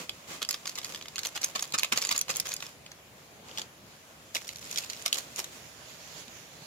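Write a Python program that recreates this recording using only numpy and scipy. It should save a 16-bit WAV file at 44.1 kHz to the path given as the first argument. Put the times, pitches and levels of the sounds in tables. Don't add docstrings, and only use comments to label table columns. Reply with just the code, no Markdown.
import sys
import numpy as np
from scipy import signal
from scipy.fft import rfft, irfft, next_fast_len
from scipy.io import wavfile
from scipy.ndimage import uniform_filter1d, map_coordinates

SR = 44100
rng = np.random.default_rng(int(sys.argv[2]) if len(sys.argv) > 2 else 0)


def pcm_store(signal):
    levels = np.round(np.clip(np.atleast_2d(signal), -1, 1) * 32767)
    wavfile.write(sys.argv[1], SR, levels.astype(np.int16).T)


N = 293794

# (time [s], level before trim [dB], facet pitch [Hz])
CREASE_SNAPS = [(.094, -28.5, 3340), (.419, -32, 3330), (0.4275, -26.5, 3250), (0.4492, -34, 3320),
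                (.4897, -23.5, 5030), (.509, -24.5, 4980), (0.528, -34.5, 4440), (.5426, -29, 3450),
                (.6561, -34.5, 3520), (.67, -34, 4450), (0.6752, -30.5, 4800), (0.694, -32, 4470),
                (.755, -35.5, 5040), (0.7864, -31.5, 3680), (0.8456, -31, 4740), (.855, -41.5, 3520),
                (.947, -33.5, 3300), (.959, -37, 3450), (1.012, -39.5, 3240), (1.024, -40, 3950),
                (1.057, -42, 2100), (1.083, -38, 3700), (1.158, -32.5, 4300), (1.1643, -37, 3060),
                (1.1814, -29.5, 3420), (1.1911, -29, 4240), (1.233, -33, 4160), (1.25, -29.5, 4370),
                (1.2692, -29.5, 6160), (1.351, -39, 4900), (1.3635, -37, 5900), (1.3756, -32, 2900),
                (1.4179, -38, 4460), (1.4385, -29, 4900), (1.4441, -20, 6300), (1.559, -30.5, 4500),
                (1.5936, -30, 3570), (1.6248, -26, 6520), (1.7227, -34.5, 4200), (1.7805, -30, 5050),
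                (1.7858, -23, 4930), (1.7942, -25.5, 4340), (1.806, -40, 2340), (1.8325, -20.5, 2770),
                (1.8458, -26, 2580), (1.9239, -23, 2410), (1.9747, -21.5, 4440), (1.9795, -32, 2650),
                (1.985, -29, 4450), (2.018, -28, 4700), (2.0235, -25.5, 5630), (2.0388, -32, 4830),
                (2.044, -39, 2650), (2.05, -25, 4760), (2.0705, -32, 7000), (2.0909, -24.5, 4600),
                (2.1128, -23.5, 3700), (2.125, -24.5, 4670), (2.162, -28, 4430), (2.1783, -23.5, 7000),
                (2.1905, -27, 6650), (2.2125, -22, 5960), (2.3022, -27.5, 4620), (2.311, -29.5, 5330),
                (2.359, -30, 6500), (2.368, -26, 7160), (2.3995, -21.5, 5420), (2.49, -33, 6440),
                (2.5186, -31.5, 4700), (2.539, -28.5, 6720), (2.565, -33.5, 4940), (2.6045, -39, 3720),
                (2.625, -34, 2600), (2.863, -43, 3040), (2.917, -42.5, 4440), (3.485, -48, 3160),
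                (3.493, -47, 3060), (3.513, -45.5, 3180), (3.5748, -32, 3280), (3.5834, -30, 3540),
                (3.595, -34, 3500), (3.6169, -33.5, 3230), (4.349, -28, 5630), (4.3545, -28, 2720),
                (4.367, -28, 2320), (4.479, -37, 5700), (4.4906, -32.5, 4370), (4.559, -38, 4150),
                (4.652, -45, 5160), (4.713, -34, 6360), (4.727, -37, 4170), (4.7594, -30.5, 3820),
                (4.7746, -26.5, 3580), (4.783, -26.5, 4070), (4.786, -27.5, 4600), (4.837, -39.5, 2650),
                (4.8992, -31.5, 4200), (4.904, -36.5, 4650), (4.9326, -36, 4310), (4.965, -45, 5450),
                (5.023, -41, 6300), (5.0608, -21.5, 4100), (5.0793, -30.5, 3650), (5.1278, -19.5, 3080),
                (5.1438, -29.5, 4200), (5.185, -29.5, 4300), (5.361, -34.5, 6200), (5.4, -32, 5430),
                (5.4433, -34.5, 3840), (6.281, -45.5, 2480)]
# (time of the middle [s], level before trim [dB])
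FOLD_BUCKLES = [(.424, -39), (.783, -39.5), (1.363, -37), (1.559, -34), (1.745, -29.5), (1.928, -29),
                (1.966, -39), (1.981, -39), (2.116, -30.5), (2.154, -39), (2.3, -32.5), (2.461, -40),
                (3.59, -42.5), (4.356, -38), (5.063, -37), (5.391, -41)]
# (start [s], length [s], level [dB])
SQUEEZES = [(0.492, .06, -49.5), (0.651, .04, -48.5), (0.754, .21, -50), (1.182, .038, -50.5),
            (1.231, .032, -40.5), (1.411, .04, -39.5), (1.562, .09, -44), (1.786, .07, -46),
            (1.934, .245, -47), (2.282, .1, -45), (2.446, .085, -43), (2.6, .075, -48),
            (4.343, .025, -40.5), (4.412, .61, -53), (4.707, .13, -49), (5.13, .06, -41.5),
            (5.365, .04, -40.5)]
# (start [s], length [s], level [dB])
FILM_SLIDES = [(-.03, 0.047, -41), (0.06, 2.64, -54.5), (0.27, 0.081, -42.5), (0.877, 0.025, -45),
               (3.143, 0.11, -60), (3.435, 0.12, -51), (3.533, 0.091, -48.5), (3.857, 0.52, -60),
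               (4.616, 0.96, -50)]
# (time [s], level [dB])
POWDER_FLOW = [(5.47, -72), (5.601, -51.5), (5.85, -52), (5.91, -48), (5.98, -51.5), (6.21, -46.5),
               (6.27, -54.5), (6.39, -50), (6.48, -55), (6.66, -51.5)]
# (time [s], pitch [Hz], level [dB])
BUMPS = [(.004, 165, -43), (3.448, 257, -47), (6.274, 237, -42.5)]
# (time [s], lead at the left port [s], left-right balance [dB], treble gain [dB], nearness to the bowl [0-1])
PLACE = [(2.7, 0.000057, -2, -2, 0.8), (3.55, 0.00033, -.7, -4.5, 0.5), (4.5, 0.000389, -2.5, -1, 0.33)]
# (frequency [Hz], level [dB])
FILM_COLOUR = [(100, -23), (400, -5), (1100, -3.5), (1700, -2.5), (2400, 0.5), (3300, 1), (5600, 1),
               (7100, 1), (8500, -7), (11300, -2), (14500, -8.5)]
# (frequency [Hz], level [dB])
FOLD_COLOUR = [(70, -31), (230, 2.5), (420, -1), (900, -3.5), (1150, -2), (1700, -1.5), (3300, -0.5),
               (7000, -3), (9000, -7.5), (15000, -11)]
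# (frequency [Hz], level [dB])
POWDER_COLOUR = [(80, -16), (200, -5), (1600, 0), (6800, -1.5), (8300, -12.5), (12000, -10), (15000, -16)]
# (frequency [Hz], level [dB])
ROOM_COLOUR = [(25, -30), (70, -3.5), (150, -6), (700, -7), (1300, -9.5), (2500, -10), (7000, -16),
               (8400, -22.5), (10500, -18), (15000, -22.5)]
# (centre [Hz], width [Hz], boost [dB])
BOWL_MODES = [(520, 54, 4), (1130, 400, 6), (2100, 140, 4.5), (2510, 110, 6)]
# (centre [Hz], width [Hz], boost [dB])
CAMERA_MODES = [(151, 79, 7.5), (597, 370, 3.5), (7000, 1000, 4)]
# (frequency [Hz], coherence [-1 to 1])
PORT_COHERENCE = [(130, 0.94), (550, 0.69), (1400, -0.092), (3000, 0.021)]
# (frequency [Hz], t60 [s])
KITCHEN_RING = [(300, 0.14), (4000, 0.11), (14000, 0.043)]

TOP_HZ = 15600
FOLD_S = 0.0078
GRIP_SHARE, RELAX_S = 0.028, 0.033
SLIDE_S, STOP_S = 0.014, 0.039


def snaps(attack_s=0.0006, crack_t60=0.0055, edge_db=5.5, stiff_db=6, creep_db=-14, spike_db=1, ring_db=1,
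          scatter_t60=0.023, scatter_db=-7.0, astray_s=.00005, gain_db=-0.5):
    out = np.zeros((2, N))
    margin_s, length_s, burst_s, creep_s = .006, .04, .005, .0015
    t = np.arange(round(length_s * SR)) / SR - margin_s
    place_s, leads = np.transpose(PLACE)[:2]
    crack_shape = dying(t, attack_s, crack_t60) * (1 - np.exp(-np.maximum(t, 0) / attack_s))
    creep = amp(creep_db) * np.exp(-np.abs(t) / creep_s)
    crack_shape = crack_shape / crack_shape.max() + creep
    spike = amp(spike_db) * unit(1. * (crack_shape == crack_shape.max()))
    edge = [(500, -.4), (2000, 0), (6500, 0), (9000, 1)]

    for s, db, pitch_hz in CREASE_SNAPS + small_creases():
        lead_s = np.interp(s, place_s, leads) + astray_s * rng.uniform(-1, 1)
        port_lead = lead_s * np.array([[.5], [-.5]])

        hardness = np.interp(db, [-40, -22], [-.5, 1])
        stiffness = np.clip(np.log2(pitch_hz / 3600), 0, 1)
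        tilt_db = edge_db * hardness + stiff_db * stiffness
        sharp = lambda hz: amp(along(FILM_COLOUR, hz) + tilt_db * along(edge, hz))
        crack = unit(rng.standard_normal(len(t)) * crack_shape) + spike
        crack = filtered(crack, lambda hz: sharp(hz) * np.exp(2j * np.pi * hz * port_lead))

        scatter = rng.standard_normal((2, len(t))) * dying(t, 0.00035, scatter_t60)
        scatter = diffuse(scatter, FILM_COLOUR)
        noise = unit(crack) + amp(scatter_db) * unit(scatter)
        noise = rebound(filtered(noise, lambda hz: radiation(hz, pitch_hz)))
        snap = unit(noise + amp(ring_db) * facet(t + port_lead, pitch_hz))
        add(out, s - margin_s, amp(db + gain_db) * np.sqrt(burst_s / length_s) * snap)
    return out


def small_creases(above_db=4.0, spread_db=4, pitch_hz=4100, octaves=0.64, count=120):
    starts, lengths, levels = np.transpose(SQUEEZES)
    ends = np.cumsum(lengths)
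    moments = (np.arange(count) + rng.random(count)) / count * ends[-1]
    k = np.searchsorted(ends, moments)
    times = np.maximum(starts[k] + lengths[k] - (ends[k] - moments), 0)
    size, stiffness = rng.uniform(-1, 1, (count, 2)).T
    return list(zip(times, levels[k] + above_db + spread_db * size, pitch_hz * 2 ** (octaves * stiffness)))


def facet(t, pitch_hz, attack_s=0.00016, t60=0.0075, overtone=1.449, overtone_db=-2):
    def mode(hz):
        return np.sin(2 * np.pi * (hz * t + rng.random())) * amp(along(FILM_COLOUR, hz))

    upper_hz = pitch_hz * overtone * 2 ** (0.052 * rng.standard_normal())
    modes = mode(pitch_hz) + amp(overtone_db) * mode(upper_hz)
    return unit(modes * dying(t, attack_s, t60))


def radiation(hz, pitch_hz, db=5, q=0.38):
    damping = 1j * hz * pitch_hz / q
    return 1 + amp(db) * damping / (pitch_hz ** 2 - hz ** 2 + damping)


def rebound(sound, share=0.81, count=2):
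    delays = rng.uniform(.0005, .0018, count) * np.arange(1, count + 1)

    def echoes(hz):
        return sum(share ** (k + 1) * np.exp(-2j * np.pi * hz * d) for k, d in enumerate(delays))

    return unit(filtered(sound, lambda hz: 1 + echoes(hz)))


def folds(grain_db=3, rise=0.88, fall=1.0, pitch_hz=2900, gain_db=3):
    out = np.zeros((2, N))
    t = np.arange(SR // 20) / SR - .02
    onset = (t / (rise * FOLD_S)) ** 6
    decline = (t / (fall * FOLD_S)) ** 2
    swell = np.exp(-.5 * np.where(t < 0, onset, decline))
    for s, db in FOLD_BUCKLES:
        noise = rng.standard_normal((3, len(t)))
        slips = noise[:2] * amp(grain_db * noise[2])
        slips = filtered(slips, lambda hz: radiation(hz, pitch_hz))
        add(out, s + t[0], amp(db + gain_db) * swell * rebound(diffuse(slips, FOLD_COLOUR)))
    return out


def rustle(tick_db=0, rub_db=-4, uneven_db=2.0):
    crackle = unit(diffuse(ticks(per_s=500, size_db=6.5, t60=0.006), FILM_COLOUR))
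    rub = unit(diffuse(rng.standard_normal((2, N)), FILM_COLOUR))
    squeezes = [stroke(s, length, db, GRIP_SHARE * length, RELAX_S) for s, length, db in SQUEEZES]
    grip = np.sqrt(sum(squeeze ** 2 for squeeze in squeezes))
    pressure = amp(uneven_db * wobble(rate=40)) * grip
    return pressure * (amp(tick_db) * crackle + amp(rub_db) * rub)


def slides(grain_db=5.0, uneven_db=1, gain_db=0):
    slips = rng.standard_normal((2, N)) * amp(grain_db * rng.standard_normal(N))
    strokes = [stroke(s, length, db, SLIDE_S, STOP_S) for s, length, db in FILM_SLIDES]
    speed = np.sqrt(sum(move ** 2 for move in strokes))
    return amp(gain_db + uneven_db * wobble(rate=22)) * speed * unit(diffuse(slips, FOLD_COLOUR))


def placed(packet):
    place_s, _, *columns = np.transpose(PLACE)
    t = np.arange(N) / SR
    balance_db, treble_db, nearness = (np.interp(t, place_s, column) for column in columns)
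    treble = filtered(packet, lambda hz: along([(6000, 0), (9000, 1)], hz))
    packet = packet + (amp(treble_db) - 1) * treble
    bowl = resonant(packet, BOWL_MODES) - packet
    return panned(packet + nearness * bowl, balance_db)


def powder(grain_db=3.0, patchy_db=2, surge_db=0.7, coarse_db=-9, gain_db=0):
    grains = unit(patchy(patchy_db) * amp(grain_db * rng.standard_normal(N)))
    grains = grains + amp(coarse_db) * unit(ticks(per_s=300, size_db=2, t60=.006))
    flow = amp(np.interp(np.arange(N) / SR, *np.transpose(POWDER_FLOW), left=-120))
    surge = amp(gain_db + surge_db * wobble(rate=16))
    return surge * flow * unit(diffuse(grains, POWDER_COLOUR))


def bumps(attack_s=0.0083, t60=0.088):
    out = np.zeros(N)
    for s, hz, db in BUMPS:
        t = np.arange(N) / SR - s
        out += amp(db) * dying(t, attack_s, t60) * np.sin(2 * np.pi * hz * t)
    return out


def kitchen(x, count=8):
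    out = np.zeros((2, N))
    turn = (np.arange(N) * 40 // SR) % count
    for k in range(count):
        hz, _, z = signal.stft(rng.standard_normal((2, SR // 3)), SR, nperseg=256)
        t = np.arange(z.shape[-1]) * 128 / SR
        decay = dying(t, 0.00033, along(KITCHEN_RING, hz)[:, None])
        tail = signal.istft(z * decay, SR, nperseg=256)[1]
        tail = diffuse(tail, [(1000, 0)])
        out += signal.fftconvolve(x * (turn == k), tail / np.linalg.norm(tail[0]), axes=1)[:, :N]
    return out


def room_rush(level_db=-54.5, patchy_db=1.43):
    return amp(level_db) * unit(diffuse(patchy(patchy_db), ROOM_COLOUR))


def amp(db):
    return 10 ** (np.asarray(db) / 20)


def unit(x, axis=None):
    return x / np.sqrt(np.mean(x ** 2, axis=axis, keepdims=True) + 1e-20)


def along(points, hz):
    f, v = np.transpose(points)
    return np.interp(np.log(hz + 1), np.log(f + 1), v)


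def filtered(x, response):
    n = x.shape[-1]
    m = next_fast_len(n + 2048)
    return irfft(rfft(x, m) * response(np.fft.rfftfreq(m, 1 / SR)), m)[..., :n]


def diffuse(pair, colour):
    def shares(hz):
        turn = np.arccos(np.clip(along(PORT_COHERENCE, hz), -1, 1)) / 2
        return amp(along(colour, hz)) * np.array([np.cos(turn), np.sin(turn)])

    mid, side = filtered(pair, shares)
    return np.array([mid + side, mid - side])


def add(track, s, sound):
    start = max(round(s * SR), 0)
    part = track[:, start:start + sound.shape[1]]
    part += sound[:, :part.shape[1]]


def dying(t, attack_s, t60):
    age = np.maximum(t, 0)
    return (1 - np.exp(-age / attack_s)) * amp(-60 * age / t60)


def stroke(start, length, db, attack_s, release_s):
    t = np.maximum(np.arange(N) / SR - start, 0)
    build = 1 - np.exp(-np.minimum(t / attack_s, 20))
    let_go = np.exp(-np.clip((t - length) / release_s, 0, 20))
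    return amp(db) * build * let_go


def wobble(rate):
    knots = rng.standard_normal(1024)
    return map_coordinates(knots, [np.arange(N) * rate / SR], mode="mirror")


def ticks(per_s, size_db, t60):
    sizes = amp(size_db * np.minimum(rng.exponential(size=N), 2))
    sizes = sizes * (rng.random(N) < per_s / SR)
    life = dying(np.arange(SR // 20) / SR, .0002, t60)
    return signal.fftconvolve(sizes, life)[:N] * rng.standard_normal((2, N))


def patchy(depth_db):
    z = signal.stft(rng.standard_normal((2, N)), nperseg=512)[2]
    field = rng.standard_normal(z.shape[1:])
    field = uniform_filter1d(field, size=12, axis=0)
    field = uniform_filter1d(field, size=20, axis=1)
    return signal.istft(z * amp(depth_db * unit(field)), nperseg=512)[1][:, :N]


def resonant(x, peaks):
    def boost_db(hz):
        return sum(db / (1 + (2 * (hz - centre) / width) ** 2) for centre, width, db in peaks)

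    return filtered(x, lambda hz: amp(boost_db(hz)))


def panned(x, balance_db):
    return x * amp(np.array([[.5], [-.5]]) * balance_db)


def scene(wet_db=-12, powder_pan_db=-5):
    crinkle = snaps() + folds()
    packet = placed(crinkle + amp(wet_db) * kitchen(crinkle) + rustle() + slides())
    second_packet = panned(powder(), powder_pan_db)
    return resonant(packet + second_packet + bumps() + room_rush(), CAMERA_MODES)


def record(dry):
    return filtered(dry, lambda hz: 1 / np.sqrt(1 + (hz / TOP_HZ) ** 120))


dry = scene()
out = record(dry)
pcm_store(out)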